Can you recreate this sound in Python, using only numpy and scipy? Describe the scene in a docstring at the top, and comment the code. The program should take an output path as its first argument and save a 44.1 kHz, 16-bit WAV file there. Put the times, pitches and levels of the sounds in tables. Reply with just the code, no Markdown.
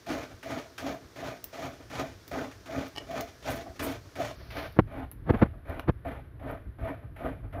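"""A wood fire hisses as a coconut half is rasped over a toothed blade in even strokes: dense clicks ring the shell.
Now and then the fire flares up in the treble or pops, as bursts of filtered noise; something hard taps
nearby, as decaying modes. Halfway a finger slides over the microphone: it bumps as noise pulses and a filtered
impulse, the treble is muffled by gains in overlapping bands and a low rumble of noise grows.
"""
import sys
import numpy as np
from scipy import signal
from scipy.fft import rfft, irfft, next_fast_len
from scipy.io import wavfile

SR = 44100
rng = np.random.default_rng(int(sys.argv[2]) if len(sys.argv) > 2 else 0)


def pcm_store(signal):
    """Save signal as 16-bit PCM."""
    levels = np.round(np.clip(np.atleast_2d(signal), -1, 1) * 32767)
    wavfile.write(sys.argv[1], SR, levels.astype(np.int16).T)


N = 335160
PADDED = next_fast_len(N + SR // 4, real=True)
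LOG_HZ = np.log(np.arange(PADDED // 2 + 1) * SR / PADDED + 1)   # the 1 Hz offset avoids log(0)

# Strokes of the nut over the blade: start t/s, landing peak level/dB, first touch level/dB, rise t/s,
# top level/dB, ease t/s, ease loss level/dB, release t/s, brightness level/dB, shake level/dB
STROKES = [(0.064, -31, -45, 0.038, -32.5, 0.13, 8, 0.13, 1.5, -44),
           (0.4293, -29, -47.5, 0.084, -33.5, 0.069, 4, 0.13, 1, -58),
           (0.7807, -20.5, -45.5, 0.12, -34, 0.023, 5, 0.11, 3, -49),
           (1.159, -34, -47, 0.11, -34, 0.091, 14.5, 0.056, 1, -47),
           (1.528, -39, -47, 0.12, -34.5, 0.034, 7, 0.14, 2, -53),
           (1.8997, -32, -46.5, 0.11, -31.5, 0.051, 12, 0.13, 1, -43),
           (2.3126, -29, -35.5, .1, -35, .01, 1.5, 0.16, -0.5, -46),
           (2.6595, -31.5, -51, 0.12, -30.5, 0.091, 16.5, 0.074, -0.5, -44),
           (3.065, -55, -54, .11, -32.5, 0.053, 9.5, 0.16, 1.5, -53),
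           (3.424, -48, -51.5, 0.059, -32, 0.13, 12, 0.06, 2, -38.5),
           (3.7946, -18.5, -35.5, 0.074, -32, 0.087, 12.5, 0.066, 1.5, -41),
           (4.156, -27, -44.5, .047, -31.5, 0.11, 10, 0.052, 0.5, -46),
           (4.5052, -28.5, -51, 0.073, -36, 0.084, 3.5, 0.077, 3, -47),
           (4.87, -55, -55.5, 0.053, -39.5, 0.11, -1, 0.066, 2, -45),
           (5.27, -57, -56, 0.051, -37.5, 0.092, 0, 0.14, 5, -46),
           (5.65, -45, -51.5, 0.043, -35, 0.1, 5.5, 0.053, 3.5, -41),
           (6.049, -29, -31, 0.0041, -32.5, 0.098, 8, 0.16, 2, -42),
           (6.3956, -37, -47.5, 0.1, -32.5, 0.048, 5, 0.14, 0, -43),
           (6.7825, -47, -44.5, .106, -30.5, 0.035, 9.5, 0.17, 0.5, -41),
           (7.162, -26, -49.5, 0.099, -28, 0.043, 10.5, 0.15, 0.5, -41),
           (7.527, -29, -39, 0.11, -31.5, .05, 5, .1, 0.5, -39.5)]
# The nut drags back over the blade: t/s, peak level/dB, shake level/dB
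RETURNS = [(0.319, -48.5, -52), (0.666, -53.5, -65), (1.029, -54, -52), (1.443, -61, -58),
           (1.81, -49.5, -53), (2.13, -67, -49), (2.282, -56, -51), (2.553, -63, -64), (3.014, -45.5, -47),
           (3.672, -43.5, -48), (4.056, -57, -56), (4.409, -52.5, -48.5), (5.545, -52, -41),
           (5.84, -48, -53), (6.329, -64, -47), (6.657, -59, -38.5), (7.037, -49.5, -41),
           (7.446, -49.5, -43)]
# The finger over the microphone port: t/s, covered share (0-1)
COVER = [(4.35, 0), (4.365, .45), (4.5, .5), (4.76, .6), (4.80, .88), (5.5, .97), (7.6, .99)]
# The finger knocks on the case: t/s, peak level/dB, rise t/s, fall t/s
BUMPS = [(4.768, -35.5, 0.0048, 0.021), (4.794, -10, 0.003, 0.0072), (5.285, -33, 0.02, 0.0072),
         (5.303, -13, 0.0087, 0.0069), (5.345, -22, 0.0076, 0.013), (5.424, -12.5, 0.0078, 0.014),
         (5.460, -33, 0.0064, 0.0088), (5.893, -17, 0.012, 0.0099)]


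def from_db(db):
    """Level definition: amplitude ratio of a level in dB."""
    return 10 ** (np.asarray(db) / 20)


def rms_one(x):
    """Normalisation of power: scaled to unit rms."""
    return x / np.sqrt(np.mean(x ** 2) + 1e-20)


def in_time(rows):
    """Linear interpolation: columns of a curve table, one value a sample."""
    s, *columns = np.transpose(rows)
    return [np.interp(np.arange(N) / SR, s, c) for c in columns]


def coloured(x, spectrum):
    """Minimum-phase filtering by the folded cepstrum: causal, unit power gain for white noise."""
    hz, level_db = np.transpose(spectrum)
    gain = rms_one(from_db(np.interp(LOG_HZ, np.log(hz), level_db)))
    cepstrum = irfft(np.log(gain), PADDED)
    cepstrum[1:PADDED // 2] *= 2
    cepstrum[PADDED // 2 + 1:] = 0
    response = np.exp(rfft(cepstrum))
    return irfft(rfft(x, PADDED) * response, PADDED)[:N]


def drift(rate_hz):
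    """Low-pass noise: a random modulation of spread 1, from two equal real poles."""
    r = np.exp(-2 * np.pi * rate_hz / SR)
    noise = rng.standard_normal(N + SR)
    settled = signal.lfilter([1], [1, -2 * r, r * r], noise)[SR:]
    return rms_one(settled)


def resonance(x, hz, width_hz):
    """Damped resonator: a two-pole peak of gain 1."""
    r = np.exp(-np.pi * width_hz / SR)
    zeros = np.array([1, 0, -1]) * (1 - r * r) / 2
    poles = [1, -2 * r * np.cos(2 * np.pi * hz / SR), r * r]
    return signal.lfilter(zeros, poles, x)


def above(x, hz):
    """Complementary band splitting: the part above hz, without delay so that the parts add up again."""
    return signal.sosfiltfilt(signal.butter(3, hz, "high", fs=SR, output="sos"), x)


def bursts(rows):
    """Exponential decay after a bell-shaped rise: envelope of (t/s, peak level/dB, rise t/s, t60/s) rows."""
    out = np.zeros(N)
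    for s, peak_db, rise, t60 in rows:
        first, last = max(int((s - 4 * rise) * SR), 0), min(int((s + 2 * t60) * SR), N)
        at = np.arange(first, last)
        t = at / SR - s
        bell = np.exp(-(t / max(rise, 1e-5)) ** 2)
        out[at] += from_db(peak_db) * np.where(t < 0, bell, from_db(-60 * t / t60))
    return out


def grains(per_s, spread_db):
    """Impulsive excitation: random clicks of uneven size and either sign; rms 1."""
    sizes = from_db(spread_db * np.minimum(rng.exponential(1, N), 4)) * rng.choice([-1, 1], N)
    return rms_one(sizes * (rng.random(N) < per_s / SR))


def room(x):
    """Exponential reverberant decay: a dying noise tail, duller than the direct sound."""
    t60_s, level_db = 0.19, -12
    t = np.arange(SR // 2) / SR
    tail = rng.standard_normal(len(t)) * from_db(-60 * t / t60_s) * (t > .004)
    tail = signal.lfilter([1], [1, -.3], tail)   # gentle low-pass
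    return signal.fftconvolve(x, from_db(level_db) * tail / np.sqrt(np.sum(tail ** 2)))[:N]


def fire_hiss():
    """Broadband noise: the steady hiss of fire and room, slightly unsteady in level."""
    # Hiss spectrum: f/Hz, relative density level/dB per Hz
    hiss_spectrum = [(59, -32), (100, -8.5), (185, -13.5), (365, -5), (752, -20), (1100, -17), (1650, -16),
                     (2520, -24.5), (5770, -21), (7940, -32.5), (16000, -35)]
    level_db = -56.5 + 0.33 * drift(3.9)
    return from_db(level_db) * coloured(rng.standard_normal(N), hiss_spectrum)


def fire_flares():
    """Amplitude-modulated noise: a log hisses up in the treble."""
    # Flares: t/s, peak level/dB, rise t/s, t60/s
    flare_rows = [(0.80, -64, 0.0091, 0.33), (3.51, -45.5, 0.016, 0.16), (3.565, -52, 0.0088, 0.076),
                  (3.845, -39.5, 0.021, 0.14), (3.92, -55, 0.024, 0.12), (4.21, -62, 0.016, 0.41),
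                  (4.60, -59, 0.065, 0.54)]
    # Flare spectrum: f/Hz, relative density level/dB per Hz
    flare_spectrum = [(5000, -28), (8500, -3), (11000, -3), (13500, 1), (16000, -4)]
    return bursts(flare_rows) * coloured(rng.standard_normal(N), flare_spectrum)


def fire_pops():
    """Transient noise decay: each pop is a snap with a short spit, balanced in two bands."""
    # Pops: t/s, peak level/dB, spit t60/s, level of the lower band against the upper/dB
    pop_rows = [(1.4416, -20, 0.055, -3.5), (2.2792, -35, 0.08, 9), (2.882, -43, 0.06, -4),
                (2.96, -46, 0.071, 5), (3.209, -29, 0.078, 14), (4.724, -44, 0.06, 6),
                (4.9392, -51, 0.06, 1), (5.1147, -22, 0.077, 0.5), (5.697, -32.5, 0.068, 12),
                (5.796, -28, 0.068, 19.5), (6.512, -29, 0.066, 2)]
    # Pop spectrum: f/Hz, relative density level/dB per Hz
    pop_spectrum = [(300, -13), (1000, -6.5), (3000, -7), (6000, -4), (8000, -9.5), (12900, 0.5),
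                    (16000, 10)]
    spit_db = -10.5   # the spit against the snap
    noise = coloured(rng.standard_normal(N), pop_spectrum)
    upper = above(noise, hz=6500)
    pops = np.zeros(N)
    for band, is_lower in ((upper, 0), (noise - upper, 1)):
        snaps = bursts([(s, db + is_lower * low_db, .0001, .006) for s, db, t60, low_db in pop_rows])
        spits = bursts([(s, db + is_lower * low_db + spit_db, .0001, t60) for s, db, t60, low_db in pop_rows])
        pops += (snaps + spits) * band
    return pops


def taps():
    """Modal superposition: each tap strikes every mode with a strength of its own, plus a short crack."""
    # Something hard taps nearby: t/s, peak level/dB
    tap_rows = [(2.955, -35), (2.962, -23), (2.974, -23), (2.981, -15), (2.9841, -22.5)]
    # Modes of the tapped thing: f/Hz, relative level/dB, t60/s
    tap_modes = [(394, -2, 0.016), (835, 2.5, 0.028), (1140, -4, 0.012), (1853, -6, 0.044), (2310, -6, .02),
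                 (2970, 5, 0.017), (4050, -5, 0.017), (4670, -10, 0.015), (5270, -7, 0.02),
                 (6050, -23, .012)]
    mode_share_db, crack_db = -17, -10.5   # one mode and the crack against the whole tap
    at, peak_db = np.transpose(tap_rows)
    crack = resonance(rng.standard_normal(N), hz=4650, width_hz=800)
    out = bursts([(s, db, .0002, .02) for s, db in tap_rows]) * from_db(crack_db) * crack
    for hz, level_db, t60 in tap_modes:
        clicks = np.full(N, 1e-18)   # a tiny offset keeps the filter out of denormal numbers
        strength_db = peak_db + level_db + mode_share_db + rng.normal(0, 2.5, len(at))
        clicks[(at * SR).astype(int)] = from_db(strength_db)
        r, w = from_db(-60 / (t60 * SR)), 2 * np.pi * hz / SR
        out += signal.lfilter([0, np.sin(w)], [1, -2 * r * np.cos(w), r * r], clicks)
    return out


def covered(x):
    """Frequency-dependent transmission loss: overlapping bands follow the covered share of the port."""
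    # Muffling: f/Hz, gain level half covered/dB, gain level fully covered/dB
    muffle_rows = [(100, -9, -2), (674, 0.4, -3.1), (1600, 2, -4.5), (2540, 3, -8.5), (3470, 1.5, -14),
                   (4400, 3.5, -21.5), (5360, -1, -27.5), (6700, -11, -29.5), (8040, -14.5, -24),
                   (9730, -5, -12), (11160, 4, -3), (15500, -0.5, -29)]
    share, = in_time(COVER)
    hz, half_db, full_db = np.transpose(muffle_rows)
    spectrum, out = rfft(x, PADDED), np.zeros(N)
    for k, one_band in enumerate(np.eye(len(hz))):
        band = irfft(spectrum * np.interp(LOG_HZ, np.log(hz), one_band), PADDED)[:N]
        gain_db = np.interp(share, [0, .5, 1], [0, half_db[k], full_db[k]])
        out += from_db(gain_db) * band
    return out


def presses():
    """Gaussian pulses: envelope of the finger's knocks, each with a rise and a fall of its own."""
    out = np.zeros(N)
    for s, peak_db, rise, fall in BUMPS:
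        at = np.arange(int((s - .1) * SR), int((s + .1) * SR))
        t = at / SR - s
        out[at] += from_db(peak_db) * np.exp(-(t / np.where(t < 0, rise, fall)) ** 2)
    return out


def pressure():
    """Contact force as a level contour: level, brightness and shake (all dB) over touch, rise, ease, release."""
    touch_s, lifted_db = 0.0032, -71
    light_brightens, bright_max_db = 0.38, 11.5   # dB of treble gained for each dB below the top; its limit
    shake_follows = 0.98   # dB of shake lost for each dB below the top
    rows = []
    for s, landing_db, first_db, rise, top_db, ease, loss_db, release, bright_db, shake_db in STROKES:
        times = s + np.cumsum([0, touch_s, rise, ease, release])
        levels = np.array([lifted_db, first_db, top_db, top_db - loss_db, lifted_db])
        below_db = top_db - levels
        brightness = np.minimum(bright_db + light_brightens * below_db, bright_max_db)
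        rows += zip(times, levels, brightness, shake_db - shake_follows * below_db)
    return in_time(sorted(rows))


def shaking():
    """Superposed vibration envelopes: the low rumble swells with strokes, returns and knocks."""
    # Continuous rumble under everything, with a thump at 6.81 s: t/s, level/dB
    rumble_rows = [(0, -64), (1.2, -62), (1.7, -52.5), (2.5, -56), (3.4, -52), (4.2, -52.5), (4.7, -45),
                   (5.1, -43), (5.25, -40.5), (5.6, -48), (6.0, -47), (6.4, -47.5), (6.77, -50),
                   (6.81, -34.5), (6.88, -48), (7.2, -40.5), (7.6, -40)]
    lag_s, rise_s, t60_s = 0.023, 0.018, 0.21   # under the returns
    after_db, after_s, after_t60_s = -20, 0.016, 0.15   # rumble that a knock leaves behind
    shake_db = pressure()[-1]
    level_db, = in_time(rumble_rows)
    returns = bursts([(s + lag_s, db, rise_s, t60_s) for s, level, db in RETURNS])
    knocks = bursts([(s + after_s, db + after_db, after_s / 2, after_t60_s) for s, db, rise, fall in BUMPS])
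    return from_db(level_db) + from_db(shake_db) + returns + knocks


def handling():
    """Structure-borne sound and cavity resonance: knocks and a lumpy rumble reach the capsule by the case."""
    # Knock spectrum: f/Hz, relative density level/dB per Hz
    knock_spectrum = [(24, -41), (40, -2), (276, -4), (1410, -24), (1680, -24), (1850, -27.5), (4340, -53),
                      (7000, -76.5), (11800, -62.5), (16000, -71)]
    # Rumble spectrum: f/Hz, relative density level/dB per Hz
    rumble_spectrum = [(15, -44), (25, 0.5), (110, -3.5), (170, -17), (230, -23), (292, -21), (500, -47),
                       (650, -69), (1100, -120)]
    blow_s, blow_db, blow_hz = 4.7895, 15, 2960   # one hard blow of a soft fingertip
    open_low_hz, open_loss = 60, .7   # with the port open this share of the deepest rumble escapes
    case_hz, case_width_hz, case_db = 64.8, 5.9, -8   # air shut in under the finger booms
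    blow = from_db(blow_db) * (np.arange(N) == int(blow_s * SR))
    blow = signal.sosfilt(signal.butter(4, blow_hz, fs=SR, output="sos"), blow + 1e-18)
    lumps = from_db(2.26 * drift(12.2))
    rumble = shaking() * lumps * coloured(rng.standard_normal(N), rumble_spectrum)
    share, = in_time(COVER)
    deepest = rumble - above(rumble, open_low_hz)
    rumble = rumble - open_loss * (1 - share) * deepest
    knocks = coloured(presses() * rng.standard_normal(N) + blow, knock_spectrum)
    shaken = knocks + rumble
    return shaken + from_db(case_db) * resonance(shaken, case_hz, case_width_hz)


def scraper():
    """Impulsive excitation of modes: teeth tear the flesh in dense clicks that ring the shell."""
    # Rings of shell and stool: f/Hz, width/Hz, relative level/dB
    shell_modes = [(128.6, 23, -3.5), (269.4, 25, 4.5), (365, 22, -9), (575, 13, -6), (597, 68, -1),
                   (677.6, 64, 8), (773.5, 112, -2), (1088, 24, -9), (1210, 58, -9.5), (1557, 23, -6),
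                   (1685, 140, -14.5), (2036, 15, -18), (2140, 24, -25), (2510, 210, -15), (2920, 23, -60),
                   (3644, 43, -26.5), (5390, 320, -26), (6940, 52, -33)]
    # Broad rasp spectrum: f/Hz, relative density level/dB per Hz
    rasp_spectrum = [(35, -30), (60, -5.5), (133, -18), (212, -23.5), (268, -16.5), (417, -5.5),
                     (607, -2.5), (903, -10.5), (1220, -10.5), (2900, -18.5), (6740, -27.5), (7940, -36),
                     (16000, -38.5)]
    # Landing click spectrum: f/Hz, relative density level/dB per Hz
    landing_spectrum = [(150, -25), (700, -9.5), (1600, -1.5), (2500, -3), (3500, -10.5), (6600, -15.5),
                        (7800, -20.5), (11000, -23), (16000, -25)]
    # A tooth catches in mid-stroke and the rasp surges: t/s, tick peak level/dB, surge level/dB
    catch_rows = [(0.0925, -30, -41.5), (0.21, -45, -39), (0.51, -47, -40), (0.868, -42, -33.5),
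                  (1.24, -33, -40.5), (1.645, -42, -45.5), (1.996, -44, -32.5), (2.33, -45, -34),
                  (2.385, -45, -36), (2.5142, -33, -51), (2.765, -45, -37), (3.112, -42, -38),
                  (3.165, -48, -38.5), (3.205, -45, -36), (3.4845, -40, -40), (3.7618, -47, -53),
                  (3.85, -42, -37.5), (4.198, -38, -36.5), (4.57, -41, -34.5), (5.695, -42, -42),
                  (6.495, -45, -34), (6.12, -45, -38), (6.8458, -27, -40), (7.245, -42, -34)]
    shell_db, sway_db = 3, 3   # rings against the broad rasp; the grip shifts, and each ring swells and fades
    return_rise_s, return_t60_s, return_bright_db = .012, 0.19, -5.5
    surge_rise_s, surge_t60_s = 0.004, 0.09
    crest_db, landing_t60_s = 17.5, 0.16   # peak over rms of the clicks; ring of the landing

    teeth = grains(per_s=6000.0, spread_db=1.5)
    broad = coloured(teeth, rasp_spectrum)
    rings = np.zeros(N)
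    for k, (hz, width_hz, db) in enumerate(shell_modes):
        swell = from_db(db + sway_db * drift(11.8))
        rings += (-1) ** k * swell * rms_one(resonance(teeth, hz, width_hz))   # alternating polarity
    body = rms_one(broad + from_db(shell_db) * rms_one(rings))
    treble = above(body, hz=2030)

    level_db, bright_db, shake_db = pressure()
    surges = bursts([(s, db, surge_rise_s, surge_t60_s) for s, tick, db in catch_rows])
    stroke_level = np.hypot(from_db(level_db), surges)   # powers add
    strokes = stroke_level * (body + (from_db(bright_db) - 1) * treble)
    returns = bursts([(s, db, return_rise_s, return_t60_s) for s, db, shake in RETURNS])
    drags = returns * (body + (from_db(return_bright_db) - 1) * treble)
    chatter_db = 0.61 * drift(20) + 0.98 * drift(62)   # the nut judders on the blade

    hits = [(s, db - crest_db, .0012, landing_t60_s) for s, db, *rest in STROKES + catch_rows]
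    landings = coloured(bursts(hits) * grains(per_s=25000.0, spread_db=4.0), landing_spectrum)
    return from_db(chatter_db) * (strokes + drags) + landings


def scene():
    """Linear superposition: airborne sound passes the covered port, handling comes by the case."""
    near = fire_pops() + fire_flares() + taps() + scraper()
    airborne = near + room(near) + fire_hiss()
    return (covered(airborne) + handling())[None]


def record(dry):
    """Band limiting and soft saturation: deepest bass drops, strong peaks are rounded, the top is cut."""
    dry = signal.sosfilt(signal.butter(2, 49.4, "high", fs=SR, output="sos"), dry)
    dry = dry / (1 + dry ** 4) ** .25
    return signal.sosfilt(signal.cheby2(16, 70, 16250, fs=SR, output="sos"), dry)


dry = scene()
out = record(dry)
pcm_store(out)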